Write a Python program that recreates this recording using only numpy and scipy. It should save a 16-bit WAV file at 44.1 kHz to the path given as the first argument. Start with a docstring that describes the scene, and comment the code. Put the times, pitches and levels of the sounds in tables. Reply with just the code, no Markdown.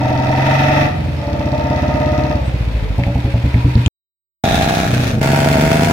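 """Two single-cylinder motorcycles on a dusty road

From the roadside, a big single rides up: it pulls, coasts for a gear change, pulls again, then slows until every
firing is a separate thump. After a short silence a smaller single pulls away, heard from the saddle, and changes
up once. Pulses timed by the engine cycle ring pipes and mufflers, timed noise bursts make rasp, clatter and valve
ticks, and the running gear clicks and squeaks. Fences and walls answer with decaying noise; filtered noise makes
the road bed behind the first machine and the wind around the second.
"""
import sys
import numpy as np
from scipy import signal
from scipy.fft import rfft, irfft, next_fast_len
from scipy.io import wavfile
from scipy.ndimage import uniform_filter1d, map_coordinates

SR = 44100
rng = np.random.default_rng(int(sys.argv[2]) if len(sys.argv) > 2 else 0)


def wav_record(signal):
    """Record a signal, one row per channel, as 16-bit PCM in the file named by sys.argv[1]."""
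    frames = np.transpose(np.atleast_2d(signal))
    bounded = np.clip(frames, -1, 1)
    # unit amplitude maps onto the largest positive 16-bit level
    quanta = np.round(bounded * 32767).astype(np.int16)
    wavfile.write(sys.argv[1], SR, quanta)


N = 261072
TIME = np.arange(N) / SR
SMEAR_S = 0.04  # longest delay of a note in the big exhaust at speed, so the firings run together

# rasp of the small engine in first gear, also the tone of its valve ticks: (frequency [Hz], level [dB])
LAUNCH_RASP = [(650, -11), (1100, -6), (1460, -1.5), (1740, -1.5), (2110, -6), (2490, -1), (3080, -9),
               (3650, -6), (4880, -13.5), (5970, -12), (7810, -20.5), (12900, -23.5), (16000, -28)]


def amp(db):
    """Decibels to gain."""
    return 10 ** (np.asarray(db) / 20)


def unit(x):
    """x at rms 1."""
    return x / np.sqrt(np.mean(x ** 2) + 1e-20)


def along(points, hz):
    """Values at hz from (frequency [Hz], value) points on a log frequency axis."""
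    f, v = np.transpose(points)
    return np.interp(np.log(hz + 1), np.log(f + 1), v)


def curve(rows):
    """One value per sample from (time [s], value) rows."""
    times, values = np.transpose(rows)
    return np.interp(TIME, times, values)


def filtered(x, response):
    """x times a complex response of frequency."""
    n = x.shape[-1]
    m = next_fast_len(n + SR // 2, real=True)
    return irfft(rfft(x, m) * response(np.fft.rfftfreq(m, 1 / SR)), m)[..., :n]


def coloured(x, spectrum):
    """x through a (frequency [Hz], level [dB]) spectrum."""
    return filtered(x, lambda hz: amp(along(spectrum, hz)))


def ring(x, modes):
    """x through resonances (frequency [Hz], width [Hz], level [dB]); the packing absorbs the treble."""
    def body(f):
        total = 0
        for k, (centre, width, db) in enumerate(modes):
            resonance = 1j * f * width / (centre * centre - f * f + 1j * f * width)
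            total = total + (-1) ** k * amp(db) * resonance  # neighbours have opposite signs
        return total / (1 + (f / 2000) ** 2)
    return filtered(x, body)


def crank(speed):
    """Engine cycles turned since the first firing, which falls on the first row, and the firing rate [Hz]."""
    rate = curve(speed)
    first_s, first_rate = speed[0]
    return np.cumsum(rate) / SR - first_s * first_rate, rate


def steady(x, cycles):
    """x with the same power in every part of the run, judged over a few engine cycles."""
    index = (np.floor(cycles) - np.floor(cycles[0])).astype(int)
    power = np.bincount(index, np.mean(np.atleast_2d(x) ** 2, axis=0)) / np.bincount(index)
    return x / np.sqrt(np.abs(uniform_filter1d(power, size=3))[index] + 1e-20)


def firings(cycles, scatter_db):
    """One pressure pulse per cycle, each of its own size."""
    pulses = np.diff(np.floor(cycles), prepend=np.floor(cycles[0]) - 1)
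    return unit(pulses * amp(scatter_db * rng.standard_normal(N)))


def puffs(cycles, rate, beats, bed, alike=0):
    """Stereo noise bursting at beats (cycle share, life [s], level [dB]) over a steady bed.

    The share alike of its power repeats the same noise in every cycle.
    """
    gate = bed
    for at, life, db in beats:
        since = ((cycles - at) % 1) / rate  # seconds since this beat
        gate = gate + amp(db) * np.exp(-since / life)
    age = np.arange(N) - np.searchsorted(cycles, np.floor(cycles))  # samples since the cycle began
    fresh = rng.standard_normal((2, N))
    repeated = fresh[:, -1 - age]
    return unit(gate * (np.sqrt(1 - alike) * fresh + np.sqrt(alike) * repeated))


def flicker(rate, depth_db):
    """A random gain that moves rate times a second."""
    knots = rng.standard_normal(int(N * rate / SR) + 4)
    return amp(depth_db * map_coordinates(knots, [np.arange(N) * rate / SR], order=1))


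def narrowed(pair, width):
    """A stereo pair with its side part scaled."""
    mid, side = pair[0] + pair[1], width * (pair[0] - pair[1])
    return np.array([mid + side, mid - side]) / np.sqrt(2 + 2 * width ** 2)


def pipe(x, trip, reflection):
    """The pressure front comes back after every round trip [s] of the pipe."""
    return filtered(x, lambda hz: 1 / (1 - reflection * np.exp(-2j * np.pi * hz * trip)))


def swell(throttle, shut_db, open_db, exponent):
    """Gain of a layer that grows from its shut-throttle to its open-throttle level."""
    return amp(shut_db) + (amp(open_db) - amp(shut_db)) * throttle ** exponent


def retuned(x, tuning, body):
    """x through a body whose resonances all slide by the pitch factor tuning."""
    clock = np.cumsum(tuning)
    even = np.arange(int(clock[-1]) + 1)
    answer = body(np.array([np.interp(even, clock, row) for row in np.atleast_2d(x)]))
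    return np.array([np.interp(clock, even, row) for row in answer])


def smeared(x, longest_s):
    """Many paths through a pipe: every note leaves after its own delay, at full strength."""
    knots = np.arange(0, 2000, 25)  # Hz
    delays = longest_s * rng.random(len(knots))
    return filtered(x, lambda hz: np.exp(-2j * np.pi * np.cumsum(np.interp(hz, knots, delays)) * hz[1]))


def ports(x, lead_s):
    """A sound from one side reaches the left microphone port lead_s before the right."""
    return filtered(x, lambda hz: np.exp(1j * np.pi * hz * lead_s * np.array([[1], [-1]])))


def big_single():
    """Each firing rings the long pipe and the muffler; the throttle decides which resonances speak."""
    # engine speed: (time [s], firing rate [Hz])
    big_speed = [(-0.011, 20.52), (0.8, 23.59), (1.2, 20.04), (1.32, 15.38), (1.49, 16.38), (2.26, 17.02),
                 (2.5, 15.97), (2.75, 13.45), (2.95, 12.17)]
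    # throttle opening: (time [s], opening [0-1])
    big_throttle = [(0.22, 0.65), (0.5, 0.93), (0.84, 0.94), (0.92, 0.08), (1.02, 0.08), (1.19, 0.11),
                    (1.225, 0.3), (1.8, 0.62), (2.31, 0.55), (2.42, 0.12), (2.6, 0.05)]
    # muffler pitch as its gas heats and cools: (time [s], pitch factor)
    big_tuning = [(0.1, 1.01), (0.45, 1.026), (0.8, 0.98), (1.25, 0.97), (1.7, 1), (2.3, 1.02),
                  (2.55, 0.85)]
    # muffler resonances at speed: (frequency [Hz], width [Hz], level [dB])
    fast_muffler = [(464, 29, -15), (623.3, 21, 2.5), (680, 43, -11.5), (740, 19, -0.5), (898, 25.4, -2.5),
                    (937, 34, -9)]
    # muffler on part throttle, where the gas is cooler: (frequency [Hz], width [Hz], level [dB])
    part_muffler = [(471, 16, -10), (600.4, 20.3, 2.5), (717, 56, -7), (908, 17.2, -2), (1227, 16, -10)]
    # level of the pipe's boom: (time [s], level [dB])
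    boom_level = [(0.85, 2.5), (0.95, 2.5), (1.1, 5.5), (1.19, 1), (1.35, 1.5), (2.3, 3.5), (2.5, 6),
                  (2.9, 5.5)]
    # rasp under load: (frequency [Hz], level [dB])
    big_rasp = [(590, -15.5), (1000, -17), (1120, -9.5), (1250, 3), (1480, -5.5), (1980, 3.5), (2200, -4),
                (2560, 0), (2910, -11.5), (3670, -9.5), (4790, -20.5), (5630, -17), (7880, -34),
                (13300, -32.5), (16000, -38)]
    # clatter off load: (frequency [Hz], level [dB])
    big_clatter = [(530, -35.5), (860, 1), (979, 0), (1100, -9.5), (1620, -5), (1750, -7), (2420, -1),
                   (3000, -8.5), (3770, -9.5), (5350, -18.5), (7860, -26.5), (15100, -31), (16000, -43)]
    # ticks of the valves: (frequency [Hz], level [dB])
    big_valves = [(1500, -24), (3000, -2), (3800, 4.5), (5600, -1.5), (7500, -13.5), (9000, -22),
                  (16000, -24)]
    thumps_from_s = 2.981  # the running exhaust gives way to the separate thumps here

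    cycles, rate = crank(big_speed)
    throttle = curve(big_throttle)
    load = np.clip(throttle * 2, 0, 1)
    flat_out = np.clip((throttle - .6) / .4, 0, 1)
    pulse = firings(cycles - .06, scatter_db=1.8)
    gas = puffs(cycles, rate, [(0.017, 0.042, 0.0063)], bed=1.0)
    rush = .38 * narrowed(gas, width=.4)

    # the muffler barks: hot and smeared at speed, cooler and more distinct on part throttle
    hot = np.clip((rate - 20) / .5, 0, 1) * np.clip((1.15 - TIME) / .2, 0, 1)
    full = retuned(smeared(pulse, SMEAR_S) + rush, big_tuning_curve := curve(big_tuning),
                   lambda x: ring(x, fast_muffler))
    distinct = unit(pipe(pulse, trip=.0075, reflection=-.45))
    lingering = .9 * smeared(pulse, SMEAR_S)  # rings on from beat to beat
    part = retuned(distinct + lingering + rush, big_tuning_curve, lambda x: ring(x, part_muffler))
    bark = ports(steady(hot * full + (1 - hot) * part, cycles), lead_s=0.00012)

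    boom = amp(curve(boom_level)) * big_boom(cycles, rate, gas, load, flat_out)
    boom = swell(throttle, shut_db=-22.5, open_db=-17, exponent=1.5) * boom
    bark = swell(throttle, shut_db=-47.5, open_db=-18, exponent=1.0) * bark
    rolling = np.clip((thumps_from_s + .01 - TIME) / .02, 0, 1)
    exhaust = rolling * (boom + bark)

    rasp_beats = [(0, .008, -9), (.17, .005, -2), (.4, .006, -9), (.65, .008, -9)]
    rasp = flicker(300, depth_db=2.5) * puffs(cycles, rate, rasp_beats, bed=.42, alike=.65)
    rasp = steady(coloured(narrowed(rasp, width=0.98), big_rasp), cycles)
    clatter_beats = [(.05, 0.0019, -5), (.55, 0.0017, -2.5)]
    clatter = flicker(250, depth_db=2.5) * puffs(cycles, rate, clatter_beats, bed=1.0)
    clatter = steady(coloured(narrowed(clatter, width=1.0), big_clatter), cycles)
    clatter = clatter * amp(4 * np.clip(TIME - thumps_from_s, 0, 1))  # grows 4 dB/s over the last metres
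    hiss = np.sqrt(load) * rasp + np.sqrt(1 - load) * clatter
    hiss = swell(throttle, shut_db=-37, open_db=-21, exponent=3.97) * hiss

    valves = unit(coloured(puffs(cycles, rate, [(.905, .002, 0), (.41, .0015, -3)], bed=0), big_valves))
    return exhaust + hiss + amp(-45) * load * valves


def big_boom(cycles, rate, gas, load, flat_out):
    """The long pipe: sharp beats at low speed, a continuous roar at high speed, a sinking throb when coasting."""
    # beat of the pipe on part throttle: (frequency [Hz], level [dB])
    beat_tone = [(25, -26.5), (45, -15), (70, 4.5), (130, 1), (175, -12), (230, 3), (305, -5), (360, -19.5),
                 (480, -23.5), (800, -61)]
    # what the pipe rings with after each beat: (frequency [Hz], width [Hz], level [dB])
    pipe_ring = [(134, 14, 0), (227, 30, -7.5), (309, 9.4, -4)]
    # roar of the pipe at speed: (frequency [Hz], level [dB])
    roar_tone = [(45, -16), (68, -5), (90, -0.5), (135, -3), (170, -9), (215, -5.5), (250, -6), (300, -1),
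                 (345, -15.5), (480, -26), (800, -62.5)]
    # soft throb with the throttle shut: (frequency [Hz], level [dB])
    coasting_tone = [(25, -31), (45, -3), (65, 8), (125, -2.5), (170, -6.5), (250, -21), (450, -29),
                     (800, -76.5)]

    rush = .4 * narrowed(gas, width=.4)
    pulse = firings(cycles - .03, scatter_db=1.3)
    # the intake gulps, which differ in size, work against the exhaust pulses
    gulp = coloured(firings(cycles + .09, scatter_db=5.5), [(100, 0), (300, -7)])
    lingering = .6 * smeared(pulse, SMEAR_S)  # stays in the pipe and fills the gaps
    beats = pipe(pulse, trip=.0147, reflection=0.47) - gulp + lingering + rush
    beats = unit(coloured(beats, beat_tone))
    beats = steady(beats + amp(-6) * unit(ring(pulse + rush, pipe_ring)), cycles)

    # at speed the sixth order meets the pipe resonance and builds a standing wave
    standing = flicker(14, depth_db=1) * np.sqrt(2) * np.sin(2 * np.pi * 6 * cycles)
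    roar = steady(coloured(smeared(pulse, SMEAR_S) + rush, roar_tone), cycles)
    roar = roar + (0.67 + flat_out) * standing
    fast = np.clip((rate - 18) / 2, 0, 1)
    pulling = steady((1 - fast) * beats + fast * roar, cycles)

    soft = firings(cycles + .04, scatter_db=1.2) + rush
    soft = (1 - fast) * soft + fast * smeared(soft, SMEAR_S)
    cooling = (rate / 15) ** .7  # pitch sinks with speed; the round trip below holds at 15 firings a second
    coasting = retuned(soft, cooling,
                       lambda x: coloured(pipe(x, trip=.0172, reflection=0.52), coasting_tone))
    return steady(load * pulling - (1 - load) * steady(coasting, cycles), cycles)


def walls(x):
    """Scattered answers from fences and walls: decaying noise, different at each port and weak in the bass."""
    # decay of the answers: (frequency [Hz], time to fall by 60 dB [s])
    wall_decay = [(100, 1), (1000, 0.63), (10000, 0.31)]
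    hz, t, z = signal.stft(rng.standard_normal((2, SR // 3)), SR, nperseg=256)
    decay = amp(-60 * t / along(wall_decay, hz)[:, None])
    tail = signal.istft(z * decay, SR, nperseg=256)[1]
    wet = signal.fftconvolve(x, tail / np.linalg.norm(tail[0]), axes=1)[:, :N]
    return coloured(wet, [(120, -28.0), (300, -1), (700, 8)])


def road():
    """Tyre roar and far traffic: steady low noise."""
    # (frequency [Hz], level [dB])
    road_tone = [(25, -30.5), (60, -27.5), (130, -0.5), (300, -8.5), (600, -8.5), (1000, -19.5),
                 (2000, -35), (4000, -53.5)]
    return amp(-33) * unit(coloured(narrowed(rng.standard_normal((2, N)), width=.4), road_tone))


def running_gear():
    """Metal clicks are noise bursts through a resonance; faint squeaks and whines are narrow swells of noise."""
    # metal clicks: (time [s], peak level [dB], pitch [Hz])
    clicks = [(3.036, -9.5, 2250), (3.542, -14, 1950), (3.754, -19, 3900), (3.861, -5, 3100),
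              (3.862, -15, 7000)]
    # squeaks and whines: (time [s], level [dB], pitch [Hz], half width [Hz], half length [s])
    squeaks = [(1.187, -52, 5230, 220, 0.041), (2.473, -51.5, 8060, 220, .033),
               (2.858, -32.5, 443, 15, 0.027), (3.682, -33.5, 963, 23, 0.15)]
    out, t = np.zeros((2, N)), np.arange(SR // 20) / SR
    for s, db, hz in clicks:
        b, a = signal.iirpeak(hz, 3.6, SR)
        burst = rng.standard_normal((2, len(t))) * np.exp(-t / 0.0018)
        click = signal.lfilter(b, a, signal.lfilter(b, a, burst))
        out[:, round(s * SR):][:, :len(t)] += amp(db) * click / np.abs(click).max()
    for s, db, hz, width, length in squeaks:
        tone = unit(filtered(rng.standard_normal((2, N)), lambda f: np.exp(-((f - hz) / width) ** 2)))
        out += amp(db) * tone * np.exp(-((TIME - s) / length) ** 2)
    return out


def thumps():
    """At walking pace each firing rings the pipe, bending upward as hot gas fills it, and chuffs in the muffler."""
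    # slow firings under load: (time [s], boom [dB], chuff of gas [dB], muffler ring [dB])
    slow_firings = [(2.982, -7, -21.5, -30), (3.066, -6, -24.5, -24.5), (3.154, -6, -24.5, -44),
                    (3.245, -7, -25.5, -29), (3.339, -6, -25, -32), (3.439, -5.5, -29, -39.5),
                    (3.542, -4.5, -28.5, -46.5), (3.646, -5.5, -36, -49), (3.754, -3.5, -36.5, -50),
                    (3.862, -3.5, -31, -39.5)]
    # pipe modes, before scatter: (frequency [Hz], width [Hz], level [dB], share by which the ring starts flat)
    lugging = [(69.1, 7.4, -4.5, 0.038), (98.5, 22, 4.5, 0.15), (125.1, 6.5, 0, 0.17),
               (190.6, 12, -9, 0.24), (306.6, 10.5, -7, .42), (463, 14, -20, 0.091), (930, 14, -29, .2)]
    # chuff of gas: (frequency [Hz], level [dB])
    chuff_tone = [(120, -15.5), (250, 9), (340, -13.5), (460, -11), (570, -0.5), (680, 2.5), (740, -5),
                  (860, 2), (1000, -25.5), (1400, -47.5)]
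    ring_peak_s = 0.03  # the muffler ring takes this long to swell

    out, t = np.zeros((2, N)), np.arange(SR // 4) / SR
    rush = unit(coloured(narrowed(rng.standard_normal((2, N)), width=0.21), chuff_tone))
    for s, boom_db, chuff_db, ring_db in slow_firings:
        span = slice(round(s * SR), round(s * SR) + len(t))
        settle = 0.025 * np.exp(rng.normal(0, .3))  # seconds for the pitch to settle, scattered
        lag = settle * (1 - np.exp(-t / settle))
        # turbulence shakes the rings
        shake = 0.5 * np.interp(t, t[::200], rng.standard_normal(len(t[::200])))
        boom = 0
        for hz, width, level, bend in lugging:
            gain = amp(level + rng.normal(0, 1.5)) * np.exp(-np.pi * width * t)
            phase = 2 * np.pi * hz * rng.normal(1, .014) * (t - bend * lag) + shake * hz / 200
            boom = boom + gain * np.sin(phase)
        boom = amp(boom_db) * (1 - np.exp(-t / 0.004)) * boom
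        chuff = amp(chuff_db) * rush[:, span] * np.exp(-t / 0.031)
        swelling = t / ring_peak_s * np.exp(1 - t / ring_peak_s)
        note = amp(ring_db) * swelling * np.sin(2 * np.pi * 566 * rng.normal(1, .01) * t)
        out[:, span] += chuff + note - boom
    return filtered(out, lambda hz: (1j * hz / (22 + 1j * hz)) ** 2)  # low cut at 22 Hz


def small_single():
    """Sharp pulses and their echoes in a short exhaust, with the engine rasping close by."""
    # engine speed: (time [s], firing rate [Hz])
    small_speed = [(4.44, 28.21), (4.78, 32.53), (4.87, 30.28), (4.98, 31.52), (5.08, 29.2), (5.16, 24.13),
                   (5.22, 22.59), (5.92, 26.4)]
    # throttle opening: (time [s], opening [0-1])
    small_throttle = [(4.52, 0.9), (4.85, 0.79), (4.89, 0.43), (5.08, 0.55), (5.14, 0.14), (5.208, 0.03),
                      (5.214, 0.8), (5.35, 0.9)]
    # muffler pitch as its gas heats and cools: (time [s], pitch factor)
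    small_tuning = [(4.5, 0.99), (4.8, 0.99), (5.22, 0.99), (5.36, 1.025), (5.6, 0.995), (5.92, 1.065)]
    # exhaust resonances under load: (frequency [Hz], width [Hz], level [dB])
    small_pulling = [(122, 64, 2.5), (257, 91, 3), (443, 82, -7.5)]
    # muffler resonances in first gear: (frequency [Hz], width [Hz], level [dB])
    launch_muffler = [(519, 290, -19.5), (673, 45, 0.5), (824, 85, -6.5)]
    # muffler resonances in second gear: (frequency [Hz], width [Hz], level [dB])
    cruise_muffler = [(469, 93, -13.5), (646.4, 21, 1.5), (764, 34, -7), (918, 49, -8.5)]
    # rasp in second gear: (frequency [Hz], level [dB])
    small_rasp = [(650, -26.5), (1100, -5), (1260, -4.5), (1460, 5), (1570, -0.5), (2640, -1.5), (2950, -6),
                  (3570, -7), (3900, -14), (4360, -9), (11800, -21.5), (13100, -19.5), (16000, -25.5)]
    # crack of each firing: (frequency [Hz], level [dB])
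    crack_tone = [(600, -22), (1100, -2), (1450, 11.5), (2400, -6), (3100, -12.5), (6000, -30),
                  (16000, -40)]
    shift_from_s, shift_to_s = 4.882, 5.207

    cycles, rate = crank(small_speed)
    throttle = curve(small_throttle)
    second_gear = np.clip((TIME - 5.1) / .1, 0, 1)
    first_gear = 1 - second_gear
    shifting = np.clip(np.minimum(TIME - shift_from_s, shift_to_s - TIME) / .01 + .5, 0, 1)
    driving = 1 - shifting

    pulse = firings(cycles + .03, scatter_db=.8)
    gas = puffs(cycles, rate, [(0.02, 0.009, 0)], bed=0.97)
    uneven = .002 * np.log(flicker(30, depth_db=8))  # the gulps wander in time, in cycles
    intake = firings(cycles - .67 + uneven, scatter_db=2)
    early_intake = amp(-4) * firings(cycles - .55, scatter_db=2.0)
    launch = pipe(pulse + early_intake, trip=.0127, reflection=.35)
    cruise = pipe(pulse + intake, trip=.0137, reflection=.15)
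    returns = steady(first_gear * launch + second_gear * cruise, cycles)
    drive = returns + (.22 + .14 * second_gear) * narrowed(gas, width=.6)

    boom = steady(ring(narrowed(drive, width=0.47), small_pulling), cycles)
    # in second gear the sixth order locks onto the pipe resonance and sounds on between firings
    standing = flicker(16, depth_db=2) * np.sqrt(2) * np.sin(2 * np.pi * 6 * cycles)
    boom = steady(boom - .85 * second_gear * standing, cycles)
    boom = driving * amp(-5 * first_gear) * boom  # 5 dB softer in first gear

    # with the clutch in only the rush of gas is left in the muffler
    drive = driving * drive + shifting * gas
    # in second gear the muffler is struck again a third of a cycle later
    drive = drive + .7 * second_gear * firings(cycles - .35, scatter_db=3)
    tuning = curve(small_tuning)
    launch_bark = retuned(drive, tuning, lambda x: ring(x, launch_muffler))
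    cruise_bark = retuned(drive, tuning, lambda x: ring(x, cruise_muffler))
    bark = steady(first_gear * launch_bark + second_gear * cruise_bark, cycles)

    blast_beats = [(0, .003, 0), (.34, .003, 2.5), (.5, .003, -5), (.67, .003, -2), (.86, .003, -7)]
    blast = puffs(cycles, rate, blast_beats, bed=.33, alike=.5)
    rasp = flicker(60, depth_db=2) * (driving * blast + shifting * rng.standard_normal((2, N)))
    rasp = first_gear * coloured(rasp, LAUNCH_RASP) + second_gear * coloured(rasp, small_rasp)
    rasp = steady(rasp, cycles)
    crack = unit(coloured(puffs(cycles, rate, [(0, .003, 0)], bed=0, alike=.7), crack_tone))
    crack = amp(-34) * throttle * driving * crack
    # the engine case rings as the clutch bites
    case = unit(filtered(blast, lambda hz: np.exp(-((hz - 3630) / 314) ** 2)))
    case = amp(-34.5) * np.exp(-((TIME - 4.53) / 0.12) ** 2) * case

    boom = swell(throttle, shut_db=-25, open_db=-14, exponent=0.59) * boom
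    bark = swell(throttle, shut_db=-32.5, open_db=-15.5, exponent=3.63) * ports(bark, lead_s=-0.00021)
    rasp = swell(throttle, shut_db=-55, open_db=-21.5, exponent=0.94) * rasp
    return boom + bark + rasp + crack + case + shifting * gear_change(cycles, rate, gas)


def wind():
    """Air buffets the microphone as low noise, with one gust as the rider moves off."""
    rumble_tone = [(12, -29.5), (35, -19.5), (70, -6.5), (200, -10.0), (800, -66)]  # (Hz, dB)
    rumble = coloured(rng.standard_normal((2, N)), rumble_tone)
    gust = np.exp(-((TIME - 4.55) / 0.087) ** 2)
    return (amp(-22.5) + amp(-25.5) * gust) * unit(narrowed(rumble, width=0.26))


def gear_change(cycles, rate, gas):
    """With the clutch in the pipe throbs softly, its notes sink with the revs and the valves tick through."""
    # soft throb with the throttle shut: (frequency [Hz], level [dB])
    small_coasting = [(30, -28), (70, -7.5), (120, 3), (170, -2.5), (260, -15), (450, -24), (900, -66)]
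    # level of the throb: (time [s], level [dB])
    shift_level = [(4.89, -19), (4.94, -13.5), (5.0, -14.5), (5.07, -20.5), (5.1, -23), (5.14, -17.5),
                   (5.2, -17.5)]
    # muffler resonances at the reference speed: (frequency [Hz], width [Hz], level [dB])
    shift_muffler = [(260, 15, -1), (306, 6.2, 0), (414, 7.5, -2.5), (527, 17, -6), (670, 26.9, -6)]
    revs = rate / 34  # relative to 34 firings a second

    soft = firings(cycles - .12, scatter_db=1) + .2 * gas[0]
    throb = steady(coloured(pipe(soft, trip=.009, reflection=0.58), small_coasting), cycles)
    notes = steady(retuned(soft + .5 * gas[1], revs, lambda x: ring(x, shift_muffler)), cycles)
    ticks = puffs(cycles, rate, [(.31, .0015, -2), (.53, 0.0014, 0)], bed=0)
    ticks = amp(-27) * revs ** 4 * unit(coloured(ticks, LAUNCH_RASP))
    return amp(-23.5) * notes - amp(curve(shift_level)) * throb + ticks


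def scene():
    """The approach, drier over the last metres; a silent gap; then the ride."""
    approach_end_s, ride_start_s = 3.880, 4.4375
    far, near, small = big_single(), thumps() + running_gear(), small_single()
    approach = far + near + walls(amp(-10) * far + amp(-19) * near) + road()
    ride = small + amp(-14.5) * walls(small) + wind()
    return approach * (TIME < approach_end_s) + ride * (TIME > ride_start_s)


def record(dry):
    """The recorder rounds off the highest peaks and keeps nothing above 16 kHz."""
    rounded = dry / (1 + np.abs(dry / .95) ** 6) ** (1 / 6)
    return filtered(rounded, lambda hz: hz < 16000)


dry = scene()
out = record(dry)
wav_record(out)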